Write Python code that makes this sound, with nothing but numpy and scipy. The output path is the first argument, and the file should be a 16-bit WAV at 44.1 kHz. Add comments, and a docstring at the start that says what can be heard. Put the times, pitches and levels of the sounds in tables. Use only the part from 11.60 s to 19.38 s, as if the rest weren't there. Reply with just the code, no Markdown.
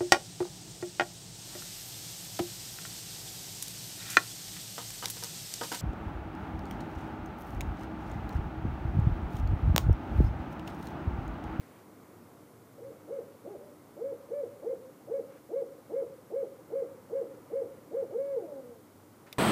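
"""Night, a camera microphone at a window. A finger brushes the case over faint hiss, and far traffic
swells in the low murmur of a town. Just after a second in, an owl outside starts a run of short hoots,
each a push of air that lifts pitch and loudness together; they bounce between nearby walls and come
back from houses farther off. The finger brushes again midway. Near 6.7 s one long call arches and
slides down into a moan. At the very end, right at the microphone, the finger rubs and clicks a button."""
import sys
import numpy as np
from scipy import signal
from scipy.fft import rfft, irfft, next_fast_len
from scipy.io import wavfile
from scipy.ndimage import map_coordinates

SR = 44100
rng = np.random.default_rng(int(sys.argv[2]) if len(sys.argv) > 2 else 0)


def file_out(sig):
    """Save sig as 16-bit WAV at sys.argv[1]."""
    # one column per channel
    cols = np.atleast_2d(sig).T
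    # limit, then scale
    lim = np.clip(cols, -1, 1)
    pcm = np.round(lim * 32767).astype(np.int16)
    wavfile.write(sys.argv[1], SR, pcm)


N = 343228

# The town in the distance. Each row: frequency in Hz, relative level in dB.
TOWN_SPECTRUM = [(25, -55), (45, -38), (69, -18), (100, -6), (165, -4.5), (200, -4.5), (290, -3), (480, -7),
                 (750, -13), (1030, -14), (1330, -16.5), (1750, -24.5), (2150, -23.5), (2600, -31),
                 (4000, -49)]
# Far traffic. Each row: time of the height in seconds, half length in seconds, pitch in Hz, level in dB.
TRAFFIC_SWELLS = [(.16, .15, 104, -62), (1.106, 0.18, 118.4, -58), (7.4, .35, 100.4, -67.5)]
# The microphone's own noise. Each row: frequency in Hz, relative level in dB.
HISS_SPECTRUM = [(1650, -38), (2800, -3.5), (5230, -4), (14700, -2), (15300, -5)]
# Skin rubbing on the camera. Each row: frequency in Hz, relative level in dB.
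RUB_SPECTRUM = [(300, -24), (900, 5.5), (2000, 3), (4200, -11), (8000, -16), (15000, -31)]
# Finger strokes on the camera. Each row: start in seconds, length in seconds, level in dB.
FINGER_STROKES = [(0, .2, -65.5), (3.7, .08, -67), (7.663, 0.012, -58), (7.703, .07, -70.5)]
# The plastic case under the button's click. Each row: frequency in Hz, relative level in dB.
CASE_SPECTRUM = [(500, -39), (1200, -12), (2200, -1.5), (2800, -13), (3500, 1), (4400, -8), (5700, -6.5),
                 (7400, -18.5), (8600, -10.5), (15000, -10)]
# Echoes from near walls and farther houses. Each row: delay in milliseconds, low-note gain in dB.
WALL_ECHOES = [(8.75, 0.03), (14.96, -8), (18.81, -15), (29.39, -8.5), (39.67, -21), (46.48, -13.5),
               (47.82, -24.5), (52.61, -18.5), (73.07, -19.5), (91.17, -24), (129.95, -16.5), (170.16, -21),
               (178.33, -25.5), (183.8, -23)]
# The owl's voice ahead of its throat. 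Each row: multiple of the pitch, gain in dB.
VOICE_HARMONICS = [(1, 0), (2, 10), (3, 16.5), (4, 13)]
# The owl's swollen throat, heard through the window. Each row: frequency in Hz, gain in dB.
THROAT_RESPONSE = [(200, 4), (300, -12.5), (400, -4), (470, -4), (540, -5.5), (590, -14), (700, -23),
                   (780, -32), (850, -31.5), (970, -50), (1500, -63), (1690, -60), (1950, -62),
                   (2220, -57.5), (2600, -60)]
# The run of short calls. Each row: time of the top in seconds, top pitch in Hz, rise from and fall to
# half effort in seconds, level in dB before the harmonic and throat gains.
SHORT_HOOTS = [(1.275, 550.6, 0.085, 0.044, -40), (1.5428, 559.3, .056, 0.07, -30),
               (1.9153, 418.7, .069, 0.048, -35.5), (2.0735, 302.7, .11, .05, -51.5),
               (2.498, 557.5, 0.12, 0.035, -28.5), (2.7668, 578, 0.069, .093, -26.5),
               (3.113, 531.6, .0836, .029, -26.5), (3.5671, 556.7, 0.083, 0.041, -25.5),
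               (3.993, 555, 0.09, 0.04, -25), (4.3915, 550.3, 0.085, .048, -25.5),
               (4.7895, 553.6, .078, .06, -25.5), (5.1785, 551.6, 0.069, .0675, -25.5),
               (5.5743, 551, 0.069, 0.063, -25.5), (5.9785, 551.4, .0697, .0626, -25.5),
               (6.3886, 548, 0.07, 0.058, -26)]


def amp(db):
    """Decibels to gain."""
    return 10 ** (np.asarray(db) / 20)


def unit(x):
    """Scaled to rms 1."""
    return x / np.sqrt(np.mean(x ** 2) + 1e-20)


def along(points, hz):
    """(Hz, value) points read on a log frequency axis."""
    frequencies, values = np.transpose(points)
    return np.interp(np.log(hz + 1), np.log(frequencies + 1), values)


def clock():
    """The time of every sample in seconds."""
    return np.arange(N) / SR


def wobble(rate, size=N):
    """A smooth random curve, rate knots a second."""
    knots = rng.standard_normal(int(N * rate / SR) + 4)
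    return map_coordinates(knots, [np.arange(size) * rate / SR])


def filtered(x, response):
    """x through a response given as a function of Hz."""
    size = next_fast_len(N + SR // 2)
    return irfft(rfft(x, size) * response(np.fft.rfftfreq(size, 1 / SR)), size)[:N]


def noise(spectrum):
    """Noise of rms 1 with the given colour."""
    return unit(filtered(rng.standard_normal(N), lambda hz: amp(along(spectrum, hz))))


def narrow_noise(centre_hz, width_hz):
    """A fuzzy tone of rms 1."""
    white = rng.standard_normal(N)
    return unit(filtered(white, lambda hz: 1 / (1 + (2 * (hz - centre_hz) / width_hz) ** 2)))


def traffic():
    """Far off, a low drone that swells now and then."""
    drone = amp(-74.5) * narrow_noise(centre_hz=105.6, width_hz=12)
    for top_s, half_length, hz, db in TRAFFIC_SWELLS:
        swell = amp(db) * np.exp(-((clock() - top_s) / half_length) ** 2)
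        drone += swell * narrow_noise(centre_hz=hz, width_hz=9.4)
    return drone


def town(murmur_db=-56, hum_db=-65):
    """The town in the distance: a dull murmur, traffic and a wavering hum."""
    murmur = amp(murmur_db + 0.73 * wobble(2.97)) * noise(TOWN_SPECTRUM)
    hum = amp(hum_db) * narrow_noise(centre_hz=302.7, width_hz=6.2)
    return murmur + traffic() + hum


def microphone_hiss(db=-67):
    """The microphone's own faint, steady noise."""
    return amp(db) * noise(HISS_SPECTRUM)


def finger_brushes(attack_s=.005, t60=.2):
    """Skin on the case, close to the microphone: each stroke starts quickly, holds and dies away."""
    t, strokes = clock(), np.zeros(N)
    for start, length, db in FINGER_STROKES:
        onset = np.clip((t - start) / attack_s, 0, 1)
        since_release = np.maximum(t - start - length, 0)
        strokes += onset * amp(db - 60 * since_release / t60)
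    return strokes * noise(RUB_SPECTRUM)


def button(start=7.7277, snap_t60=.0066, rattle_t60=.04, ring_t60=.018, case_hz=3550):
    """A sharp snap right at the microphone, then the plastic case rattles and rings briefly."""
    t = clock() - start
    age = np.maximum(t, 0)
    snap = amp(-39 - 60 * age / snap_t60)
    rattle = amp(-44 - 60 * age / rattle_t60)
    ring = amp(-43 - 60 * age / ring_t60) * np.sin(2 * np.pi * case_hz * age)
    return (t >= 0) * ((snap + rattle) * noise(CASE_SPECTRUM) + ring)


def yard(call, dull_hz=820, scatter_db=-24, t60=.99):
    """The first strong echo cancels a hoot at pitches it sweeps by; later ones trail off into scatter."""
    def walls(hz):
        mirrors = sum(amp(db) * np.exp(-2j * np.pi * hz * ms / 1000) for ms, db in WALL_ECHOES)
        return mirrors / (1 + (hz / dull_hz) ** 10)  # rough walls mirror only the low notes

    t = np.arange(SR) / SR
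    build_up = 1 - np.exp(-t / .04)
    tail = rng.standard_normal(SR) * amp(-60 * t / t60) * build_up
    scatter = signal.fftconvolve(call, tail / np.linalg.norm(tail))[:N]
    return call + filtered(call, walls) + amp(scatter_db) * scatter


def voice(pitch, level_db):
    """Harmonics through the throat: whichever one lies near its resonance carries the call."""
    gruff = np.clip((520 - pitch) / 260, 0, 1)  # slack membranes vibrate unevenly at low pitch
    pitch = pitch * (1 + .012 * gruff * wobble(140, size=len(pitch)))
    level_db = level_db + 1.5 * gruff * wobble(110, size=len(pitch))
    phase = 2 * np.pi * np.cumsum(pitch) / SR
    return sum(amp(level_db + db + along(THROAT_RESPONSE, k * pitch)) * np.sin(k * phase)
               for k, db in VOICE_HARMONICS)


def arch(from_top, rise, fall, flatness):
    """Effort in a push of air: 1 at the top, half at rise seconds before and fall seconds after."""
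    half_width = np.where(from_top < 0, rise, fall)
    return 1 / (1 + np.abs(from_top / half_width) ** flatness)


SLACK_HZ, STALL_HZ = 30.04, 242.5  # pitch tends to the first without effort, breaks off below the second


def hoot(effort, top_hz, rest_hz, db, fade_db):
    """Effort lifts pitch and loudness together; half effort costs fade_db. Too slack, the voice stops."""
    pitch = rest_hz + (top_hz - rest_hz) * effort
    sounding = 1 / (1 + (STALL_HZ / pitch) ** 20)
    loss_db = fade_db * (2 * (1 - effort)) ** 1.67  # loudness holds at the top longer than pitch does
    return sounding * voice(pitch, db - loss_db)


def short_hoots(flank_s=.0392, quiet_db=-57, fade_share=.6):
    """The owl beyond the window: one arch of effort for each call; the loud ones swell the most."""
    t, out = clock(), np.zeros(N)
    for top_s, top_hz, rise, fall, db in SHORT_HOOTS:
        span = (t > top_s - 2 * rise) & (t < top_s + 2 * fall)
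        flatness = (rise + fall) / flank_s  # equally quick flanks give a longer hoot a flatter top
        effort = arch(t[span] - top_s, rise, fall, flatness)
        out[span] += hoot(effort, top_hz, SLACK_HZ, db, fade_db=fade_share * (db - quiet_db))
    return out


def long_hoot(top_s=6.683, moan_hz=321.6, sag_hz_per_s=205):
    """The closing call: a wide arch, then the air runs out in a sinking moan on the second harmonic."""
    t, out = clock(), np.zeros(N)
    span = np.abs(t - top_s) < 1
    from_top = t[span] - top_s
    rising = from_top < 0
    effort = arch(from_top, rise=.1705, fall=.1026, flatness=np.where(rising, 5.3, 3.7))
    moan_pitch = np.maximum(moan_hz - sag_hz_per_s * from_top, SLACK_HZ)
    rest_hz = np.where(rising, SLACK_HZ, moan_pitch)
    fade_db = np.where(rising, 17, 4.5 + 8 * from_top)  # swells steeply, lingers on the way down
    out[span] = hoot(effort, top_hz=558, rest_hz=rest_hz, db=-25.5, fade_db=fade_db)
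    return out


def scene():
    """From the window, in mono: the owl out in the yard, the town far behind, the camera closest."""
    owl = yard(short_hoots() + long_hoot())
    return (owl + town() + microphone_hiss() + finger_brushes() + button())[None]


def record(dry, top_hz=15400):
    """The camera keeps nothing above its band limit."""
    return np.array([filtered(channel, lambda hz: hz < top_hz) for channel in dry])


dry = scene()
out = record(dry)
file_out(out)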